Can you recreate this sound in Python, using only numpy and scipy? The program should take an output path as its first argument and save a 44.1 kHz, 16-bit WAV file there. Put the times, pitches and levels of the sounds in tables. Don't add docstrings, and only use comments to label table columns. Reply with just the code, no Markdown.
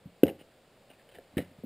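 import sys
import numpy as np
from scipy import signal
from scipy.fft import rfft, irfft
from scipy.io import wavfile

SR = 44100
rng = np.random.default_rng(int(sys.argv[2]) if len(sys.argv) > 2 else 0)


def file_out(sig):
    cols = np.atleast_2d(sig).T
    lim = np.clip(cols, -1, 1)
    pcm = np.round(lim * 32767).astype(np.int16)
    wavfile.write(sys.argv[1], SR, pcm)


N = 72765
T = np.arange(N) / SR

# pitch_hz [Hz], level_db [dB per Hz]
AIR_COLOUR = [(30, -5), (60, -7.5), (120, -1), (200, -2), (350, -3.5), (520, 2), (700, -3), (950, -10.5),
              (2800, -14.5), (4500, -18.5), (6000, -18.5), (9000, -67)]
AIR_START_DB, AIR_SWELL_DB = -62.5, 2

PUFF_START_S, PUFF_FADE_S = 0.234, 0.022
PUFF_DB, PUFF_BAND_HZ = -43.5, (30, 110)
MIC_HISS_DB = -74.5

# low_hz [Hz], high_hz [Hz], level_db [dB, before its band filter], t60_s [s]
AFTERSOUND_BANDS = [(54.4, 250, -10, 0.19), (250, 830, -18.5, 0.28), (790, 1500, -12, 0.27),
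                    (1500, 3900, -17.5, 0.36), (4500, 7700, -7, .25)]
AFTERSOUND_RISE_S = 0.0051

# start_s [s], length_s [s], level_db [dB], pitch_hz [Hz]
RUBS = [(0.387, 0.043, -58.5, 2910), (0.893, 0.033, -59, 2830), (0.912, .05, -66.5, 2480),
        (0.981, 0.042, -64.5, 1840), (1.085, 0.022, -61, 3050), (1.109, 0.028, -62.5, 3170),
        (1.135, 0.035, -55, 1750), (1.149, 0.033, -62, 3030)]
SLIPS_PER_S, SLIP_SPREAD_DB = 2500, 3
RUB_BODY_DB, RUB_BODY_HZ = -1.5, (380, 750)

# pitch_hz [Hz], level_db [dB]
PLASTIC_COLOUR = [(300, -21.5), (800, -2), (1050, -11), (1600, -5), (2900, -4.5), (3250, -11.5),
                  (3900, -12), (4500, -21), (5400, -16), (6200, -21), (8000, -32.5)]
PITCH_WIDTH_HZ, PITCH_DB = 140, 9

# [dB, lever drive relative to level_db]
CLICKS = [(0.2342, -28.5, 0.0024, 1570, -19), (0.2363, -24.5, 0.0013, 2740, -18),
          (0.2562, -48, 0.0022, 2100, -7), (0.2671, -39, 0.0017, 2900, -21),
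          (0.2797, -38, 0.0024, 2120, -20), (0.2822, -34, 0.0015, 2960, -12),
          (0.29, -40.5, 0.0033, 2900, -14), (0.297, -44.5, 0.005, 3020, -16),
          (1.185, -46.5, 0.0017, 1750, -14), (1.3695, -41.5, 0.012, 1770, -9),
          (1.3798, -30.5, 0.0033, 1860, -5), (1.383, -37.5, 0.0042, 2190, 11),
          (1.392, -41.5, 0.0072, 1900, -16), (1.403, -50, 0.02, 2030, -9)]
# pitch_hz [Hz], level_db [dB, ring() adds a rise with pitch], t60_s [s]
LEVER_MODES = [(1700, -15.5, .1), (1766, -18, .2), (1915, -18, .1), (2073, -15.5, 0.17), (2310, -12, 0.054),
               (2875, -17, .17), (3000, -19.5, 0.087), (3860, -16.5, 0.052), (3952, -21, .1)]

# [dB, relative to the blow]
THUMPS = [(0.0541, -37.5, 118, 204, -1), (0.067, -45.5, 140, 289, 4.5), (0.2324, -3.5, 253, 491, 4),
          (0.236, -44.5, 87.6, 125, 14), (0.238, -24, 233, 375, 10.5), (0.2447, -27.5, 193, 348, 12),
          (0.256, -22, 245.5, 594, 5), (0.267, -29, 247, 640, 6), (0.276, -27.5, 250, 603, 6),
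          (0.282, -32, 279, 640, -6), (0.290, -31.5, 288, 700, 4), (0.2988, -28, 250, 590, -5),
          (0.308, -35.5, 244, 607, 13.5), (0.412, -42, 130, 583.5, 4), (0.903, -51, 91.1, 500, 8),
          (1.170, -53, 60, 250, 7), (1.1848, -38.5, 430, 650, -12), (1.189, -39, 418, 590, 5),
          (1.329, -50, 475, 743, 0.5), (1.336, -47, 80, 320, -9), (1.347, -52, 80, 297, 0),
          (1.3684, -18.5, 90, 380, 5), (1.375, -25.5, 197, 486, 3), (1.381, -29, 70, 575, 5.5),
          (1.3878, -19, 153, 580, -7), (1.3917, -29, 184, 580, 13), (1.402, -29, 109, 645, -8),
          (1.423, -37, 110.5, 324, -10), (1.512, -49.5, 121, 403, 10.5), (1.582, -45, 132, 206, 9),
          (1.6354, -33.5, 250.3, 558, -7), (1.638, -31.5, 200, 282, 3)]
# pitch_hz [Hz], level_db [dB, ring() adds a rise with pitch], t60_s [s]
SHELL_MODES = [(92.25, -22, .38), (151.2, -37, 0.26), (179.5, -34, .25), (231.4, -21.5, 0.068),
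               (296, -17, 0.02), (335, -58.5, .2), (416.5, -41.5, 0.17), (492.4, -41.5, 0.17),
               (556.6, -38, .18), (687, -30.5, .07), (910, -22.5, .035)]

# pitch_hz [Hz], level_db [dB]
MIRROR_COLOUR = [(6000, 7), (9000, 3.5), (12000, 1), (15000, 0)]
BAND_EDGE_HZ, HOLD_HZ, CUTOFF_HZ = 5040, 12000, 15500


def from_db(db):
    return 10 ** (np.asarray(db) / 20)


def rms_one(x):
    return x / np.sqrt(np.mean(x ** 2) + 1e-20)


def cut(x, hz, kind, order=2):
    sos = signal.butter(order, hz, kind, fs=SR, output="sos")
    return signal.sosfilt(sos, x + 1e-18)


def delayed(x, start_s):
    return np.concatenate([np.zeros(int(start_s * SR)), x, np.zeros(N)])[:N]


def coloured(x, points):
    size = 2 * len(x)
    hz, db = np.transpose(points)
    grid_hz = np.maximum(np.arange(size // 2 + 1) * SR / size, 1)
    gain = from_db(np.interp(np.log(grid_hz), np.log(hz), db))
    cepstrum = irfft(np.log(gain))
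    cepstrum[1:size // 2] *= 2
    cepstrum[size // 2 + 1:] = 0
    return irfft(rfft(x, size) * np.exp(rfft(cepstrum)))[:len(x)]


def resonator_poles(r, w):
    return [1, -2 * r * np.cos(w), r * r]


def ring(drive, modes):
    out = 0
    for k, (pitch_hz, level_db, t60_s) in enumerate(modes):
        r = np.exp(-np.log(1000) / (t60_s * SR))
        w = 2 * np.pi * pitch_hz / SR
        mode = signal.lfilter([0, np.sin(w)], resonator_poles(r, w), drive + 1e-18)
        out = out + (-1) ** k * from_db(level_db) * w * mode
    return out


def plastic(force, pitch_hz):
    r = np.exp(-np.pi * PITCH_WIDTH_HZ / SR)
    w = 2 * np.pi * pitch_hz / SR
    peak = signal.lfilter(np.array([1, 0, -1]) * (1 - r * r) / 2, resonator_poles(r, w), force)
    tone = coloured(force + from_db(PITCH_DB) * peak, PLASTIC_COLOUR)
    return rms_one(tone) * np.sqrt(np.mean(force ** 2))


def air():
    level_db = AIR_START_DB + AIR_SWELL_DB * T / T[-1]
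    return from_db(level_db) * rms_one(coloured(rng.standard_normal(N), AIR_COLOUR))


def microphones():
    rumble = rms_one(cut(rng.standard_normal(N), PUFF_BAND_HZ, "band"))
    puff = rumble * from_db(PUFF_DB) * delayed(np.exp(-T / PUFF_FADE_S), PUFF_START_S)
    puff = cut(puff, PUFF_BAND_HZ[1], "low")
    hiss = from_db(MIC_HISS_DB) * rng.standard_normal(N)
    return (puff + hiss) * np.array([[1], [-1]])


def aftersound(x):
    response = 0
    for low_hz, high_hz, level_db, t60_s in AFTERSOUND_BANDS:
        rise = 1 - np.exp(-T / AFTERSOUND_RISE_S)
        fade = rise * np.exp(-np.log(1000) * T / t60_s)
        scatter = rng.standard_normal(N) * fade / np.linalg.norm(fade)
        response = response + from_db(level_db) * cut(scatter, [low_hz, high_hz], "band", order=3)
    return signal.fftconvolve(x, response)[:N]


def fingers():
    out, t = 0, T[:SR // 8]
    for start_s, length_s, level_db, pitch_hz in RUBS:
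        hits = rng.random(len(t)) < SLIPS_PER_S / SR
        strength = from_db(SLIP_SPREAD_DB * rng.standard_normal(len(t)))
        slips = rms_one(hits * strength * rng.choice([-1, 1], len(t)))
        swell = np.sin(np.pi * np.minimum(t / length_s, 1))
        body = from_db(RUB_BODY_DB) * rms_one(cut(slips, RUB_BODY_HZ, "band"))
        rub = plastic(slips * swell, pitch_hz) + body * swell
        out = out + delayed(from_db(level_db) * rub, start_s)
    return out


def latches():
    direct, drive, t = 0, 0, T[:SR // 5]
    for start_s, level_db, fade_s, pitch_hz, ring_db in CLICKS:
        force = rng.choice([-1, 1], len(t)) * np.exp(-t / fade_s)
        direct = direct + delayed(from_db(level_db) * plastic(force, pitch_hz), start_s)
        drive = drive + delayed([from_db(level_db + ring_db)], start_s)
    return direct + ring(drive, LEVER_MODES)


def shell():
    direct, drive = 0, 0
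    for start_s, peak_db, low_hz, high_hz, ring_db in THUMPS:
        flex = cut(signal.unit_impulse(SR // 10), low_hz, "high", order=3)
        flex = cut(flex, high_hz, "low", order=8)
        blow = delayed(from_db(peak_db) * flex / np.abs(flex).max(), start_s)
        direct = direct + blow
        drive = drive + from_db(ring_db) * blow
    return direct + ring(drive, SHELL_MODES)


def scene():
    case = shell() + latches() + fingers()
    return case + aftersound(case) + air() + microphones()


def record(dry):
    narrow = cut(dry, BAND_EDGE_HZ, "low", order=8)
    slope = np.gradient(narrow, axis=-1) * SR / (2 * np.pi * HOLD_HZ)
    carrier = 2 * np.cos(2 * np.pi * HOLD_HZ * T)
    mirror = np.array([coloured(side * carrier, MIRROR_COLOUR) for side in slope])
    top_cut = signal.ellip(10, 0.1, 80, CUTOFF_HZ, fs=SR, output="sos")
    return signal.sosfilt(top_cut, narrow + mirror)


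dry = scene()
out = record(dry)
file_out(out)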